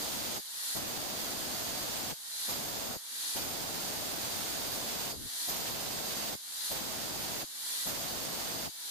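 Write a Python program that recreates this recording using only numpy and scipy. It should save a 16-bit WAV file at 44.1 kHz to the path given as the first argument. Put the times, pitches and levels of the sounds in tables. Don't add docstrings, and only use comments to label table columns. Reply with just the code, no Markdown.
import sys
import numpy as np
from scipy import signal
from scipy.fft import rfft, irfft, next_fast_len
from scipy.io import wavfile
from scipy.ndimage import uniform_filter1d

SR = 44100
rng = np.random.default_rng(int(sys.argv[2]) if len(sys.argv) > 2 else 0)


def pcm_store(signal):
    levels = np.round(np.clip(np.atleast_2d(signal), -1, 1) * 32767)
    wavfile.write(sys.argv[1], SR, levels.astype(np.int16).T)


N = 392490
TIME = np.arange(N) / SR


# (frequency [Hz], relative level [dB])
RASP_SPECTRUM = [(200, -11.5), (700, 3), (1200, 1.5), (2400, -1), (3700, 3.5), (5200, 1), (6000, 1),
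                 (7500, -2), (9500, -7), (12400, -9.5), (13600, -0.5), (14200, -7), (14600, -12),
                 (15400, -2)]
# (frequency [Hz], left minus right [dB])
RASP_BALANCE = [(500, 8.5), (1300, -0.5), (2400, -4), (4000, -3), (7000, -4.5), (9300, -15), (11000, -4.5),
                (12500, -17.5), (14000, 14.5), (15000, -14.5)]

def stone_rasp(turns):
    grains = grit(turns, grains_per_s=26000, spread_db=2.0, wobble=0.025, flutter_db=0.64)
    force = pressure(press_share=0.88, landing_db=-20, settle_s=0.016)
    return amp(-25.0) * colour(grains, RASP_SPECTRUM, RASP_BALANCE) * force


# (frequency [Hz], width [Hz], level [dB], left minus right [dB], swell per unit of freshness [dB])
DISC_MODES = [(4724, 180, -40.5, -1, -5), (5056, 170, -44.5, 1, 3.5), (6620, 430, -40, 4, 1),
              (8334, 100, -47, 9, 2), (10350, 59, -51, -9, 3), (11610, 97, -42.5, -6, 3.5),
              (13020, 190, -42, -2, 8), (13200, 250, -50, 5, -2), (15500, 150, -49, 2, -5)]

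def disc_ring(turns):
    grains = grit(turns, grains_per_s=18000, spread_db=3.5, wobble=0.068, flutter_db=1.0)
    force = pressure(press_share=0.39, landing_db=-2, settle_s=0.012)
    drive = grains * np.maximum(force, amp(1.5) * lag(force, seconds=0.032))
    freshness = sum(.72 * amp(-.8 * first_db) * (TIME > touch) * np.exp(-abs(TIME - touch) / 0.11)
                    for touch, *_, first_db, _ in PASSES)
    ring = 0
    for hz, width_hz, db, side_db, fresh_db in DISC_MODES:
        mode = signal.lfilter(*signal.iirpeak(hz, hz / width_hz, SR), drive)
        swell_db = fresh_db * freshness + wander(15.0)
        ring = ring + amp(db + swell_db) * pair(side_db)[:, None] * unit(mode)
    return ring


def grit(turns, grains_per_s, spread_db, wobble, flutter_db):
    sizes = amp(spread_db * np.minimum(rng.exponential(1, (2, N)), 4))
    grains = sizes * rng.standard_normal((2, N)) * (rng.random((2, N)) < grains_per_s / SR)
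    disc_turns = .27 * turns
    return unit(grains) * (1 + wobble * np.cos(2 * np.pi * disc_turns)) * amp(flutter_db * wander(22))


# (touch [s], lift [s], press of the hand [dB],
# swing of the vents towards the microphone [dB], firmness of first touch [dB], draught fade [s])
PASSES = [(-.6, .393, 0.37, 6.5, -9, 0.011), (.745, 2.133, 0, 4.5, -1.5, 0.011),
          (2.474, 2.967, -1.5, -2.5, -5.5, 0.009), (3.344, 5.13, .5, 5, -4.5, 0.16),
          (5.471, 6.354, 0, 2, -7.5, .01), (6.697, 7.439, -1.2, .3, -3, 0.011),
          (7.852, 8.679, -.5, 1.5, -4.5, .023)]

def pressure(press_share, landing_db, settle_s, bite_db=1.85, ease_s=0.018):
    force = 0
    for touch, lift, press_db, *_ in PASSES:
        press = amp(press_share * press_db + bite_db * (progress(touch, lift) - .5))
        release = np.clip((lift - TIME) / ease_s, 0, 1)
        force = force + press * lean(touch, landing_db, settle_s) * release
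    return force


def lean(touch, landing_db, settle_s):
    age = np.maximum(TIME - touch, 0)
    return np.minimum(age / 0.023, 1) * amp(landing_db * np.exp(-age / settle_s))


def rotor_speed(free_hz, sag_hz, inertia_s):
    load = sum(amp(press_db) * (TIME > touch) * (TIME < lift) for touch, lift, press_db, *_ in PASSES)
    return lag(free_hz - sag_hz * load, inertia_s) * (1 + 0.0011 * wander(25))


# (frequency [Hz], relative level [dB])
FAN_SPECTRUM = [(300, -46), (600, -20.5), (850, -8.5), (1200, -10), (1700, -6.5), (2500, -13), (3300, -2),
                (4100, 2.5), (5400, -3.5), (6700, -1.5), (8200, -3.5), (10500, 0), (13000, -5.8),
                (14200, -11.5), (15400, -14.5)]
# (frequency [Hz], left minus right [dB])
FAN_BALANCE = [(60, 0.5), (99, 1.0), (160, 0.0), (270, 0.0), (450, 5), (740, -4.5), (1220, 0.5),
               (2010, 2.5), (3330, 3.5), (5500, 5), (9080, -4), (15000, -7)]

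def fan_hiss(turns):
    air = rng.standard_normal((2, N)) * (1 + .07 * np.cos(2 * np.pi * turns))
    arches_db = sum(swing_db * np.sin(np.pi * progress(touch, lift))
                    for touch, lift, _, swing_db, *_ in PASSES)
    return amp(-34.5 + lag(arches_db, seconds=0.14)) * colour(air, FAN_SPECTRUM, FAN_BALANCE)


# (multiple of rotor speed [ratio], level at free speed [dB])
WHINE_TONES = [(.54, -68), (.66, -79), (1.46, -72), (2, -62), (3.33, -64), (4, -55.5), (4.88, -65),
               (8, -58), (8.7, -52), (10, -58), (24, -55)]
# (time [s], multiple of rotor speed [ratio], boost [dB], half length [s])
WHINE_FLARES = [(.66, 4, 5, .09), (.72, 8.7, 7, .04), (2.355, 8.7, 12, .045), (3.27, .66, 10, .08),
                (5.44, .66, 15, .05), (6.65, 2, 4, .06), (7.72, 2, 4, .12), (8.86, .66, 11, .06)]

def motor_whine(turns):
    whine = 0
    for multiple, db in WHINE_TONES:
        flare_db = sum(boost_db * np.exp(-((TIME - at) / half_s) ** 2)
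                       for at, tone, boost_db, half_s in WHINE_FLARES if tone == multiple)
        slack = .25 * wander(45)
        offset = min(multiple / 2, 1) * rng.random((2, 1))
        wave = np.sqrt(2) * np.cos(2 * np.pi * (multiple * turns + offset) + slack)
        whine = whine + amp(db + flare_db + 2 * wander(16.0)) * wave
    return whine


# (frequency [Hz], relative level [dB])
DRAUGHT_SPECTRUM = [(20, -39), (40, -5.5), (70, -2.5), (140, -1), (240, 2.5), (430, -2), (700, 0.5),
                    (900, -4.5), (1200, -13), (2000, -18), (5000, -43)]
# (frequency [Hz], left minus right [dB])
AIR_BALANCE = [(60, 3.5), (200, 3.5), (400, 2), (700, 0.1), (1300, -7.5)]

def draught(level_db, patchy_db, gust_db):
    force, flow = np.zeros(N), np.zeros(N)
    for touch, lift, press_db, _, first_db, fade_s in PASSES:
        remaining = np.clip(1 - (TIME - lift) / fade_s, 0, 1) * (TIME > touch - .02)
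        flow += remaining ** 3
        force += amp(0.31 * press_db) * lean(touch, first_db, settle_s=0.091) * np.sqrt(remaining)
    hz, frame_s, eddies = signal.stft(rng.standard_normal((2, N)), SR, nperseg=1024, noverlap=768)
    full_flow_hz = hz[:, None] / np.clip(np.interp(frame_s, TIME, flow), .35, 1)
    patches = uniform_filter1d(rng.standard_normal(eddies.shape), size=8, axis=1)
    patches = unit(uniform_filter1d(patches, size=4, axis=2))
    eddies *= amp(read(DRAUGHT_SPECTRUM, full_flow_hz) + patchy_db * patches)
    eddies *= pair(read(AIR_BALANCE, hz))[:, :, None]
    buffet = unit(signal.istft(eddies, SR, nperseg=1024, noverlap=768)[1][:, :N])
    return amp(level_db + gust_db * wander(85)) * force * buffet


# (frequency [Hz], relative level [dB])
RUSH_SPECTRUM = [(20, -24), (60, -13), (110, -14), (190, -6), (330, -5.5), (480, 4), (700, 1.5),
                 (1500, -12.5)]

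def housing_rush():
    return amp(-57.5) * colour(rng.standard_normal((2, N)), RUSH_SPECTRUM, AIR_BALANCE)


def room(x, t60_s, wet_db, patterns=5):
    age = TIME[:SR // 3]
    shares = np.array([wander(5.0) for _ in range(patterns)])
    shares /= np.linalg.norm(shares, axis=0)
    wet = 0
    for share in shares:
        tail = rng.standard_normal((2, len(age))) * amp(-60 * age / t60_s) * (age > .004)
        tail /= np.linalg.norm(tail, axis=1, keepdims=True)
        wet = wet + signal.oaconvolve(x * share, tail, axes=1)[:, :N]
    return (x + amp(wet_db) * wet) / np.hypot(1, amp(wet_db))


def gain_control(x, limit_db, ratio, recover_db_per_s, attack_s):
    lows = signal.sosfilt(signal.butter(2, 1500, fs=SR, output="sos"), x)
    level_db = 10 * np.log10(abs(uniform_filter1d((lows ** 2).mean(0), size=1400)) + 1e-12)
    duck_db = lag(np.maximum(level_db - limit_db, 0) * (1 - 1 / ratio), attack_s)
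    climb_db = TIME * recover_db_per_s
    return x * amp(climb_db - np.maximum.accumulate(duck_db + climb_db))


def amp(db):
    return 10 ** (np.asarray(db) / 20)


def unit(x):
    return x / np.sqrt(np.mean(x ** 2) + 1e-20)


def read(points, hz):
    point_hz, db = np.transpose(points)
    return np.interp(np.log(hz + 1), np.log(point_hz + 1), db)


def pair(side_db):
    return amp(np.array([side_db, -side_db]) / 2)


def colour(x, spectrum, balance):
    size = next_fast_len(N, True)
    hz = np.fft.rfftfreq(size, 1 / SR)
    gains = amp(read(spectrum, hz)) * pair(read(balance, hz))
    return unit(irfft(rfft(x, size) * gains, size)[:, :N])


def wander(rate_hz, size=8192):
    grid = np.linspace(0, TIME[-1], size)
    hz = np.fft.rfftfreq(size, grid[1])
    drift = irfft(rfft(rng.standard_normal(size)) / (1 + (hz / rate_hz) ** 2))
    return np.interp(TIME, grid, unit(drift))


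def lag(x, seconds):
    keep = np.exp(-1 / (seconds * SR))
    return x[0] + signal.lfilter([1 - keep], [1, -keep], x - x[0])


def progress(touch, lift):
    return np.clip((TIME - touch) / (lift - touch), 0, 1)


def scene():
    free_hz = 508
    speed = rotor_speed(free_hz, sag_hz=55.3, inertia_s=.38)
    turns = np.cumsum(speed) / SR
    motor = (fan_hiss(turns) + housing_rush() + motor_whine(turns)) * (speed / free_hz) ** 2.46
    tool = motor + stone_rasp(turns) + disc_ring(turns)
    return room(tool, t60_s=0.17, wet_db=-8.5) + draught(level_db=-32.5, patchy_db=0.1, gust_db=0.94)


def record(dry):
    ducked = gain_control(dry, limit_db=-48, ratio=3.15, recover_db_per_s=40.0, attack_s=0.019)
    lowpass = signal.firwin(1023, cutoff=15500, window=("kaiser", 9), fs=SR)
    return signal.oaconvolve(ducked, lowpass[None], "same")


dry = scene()
out = record(dry)
pcm_store(out)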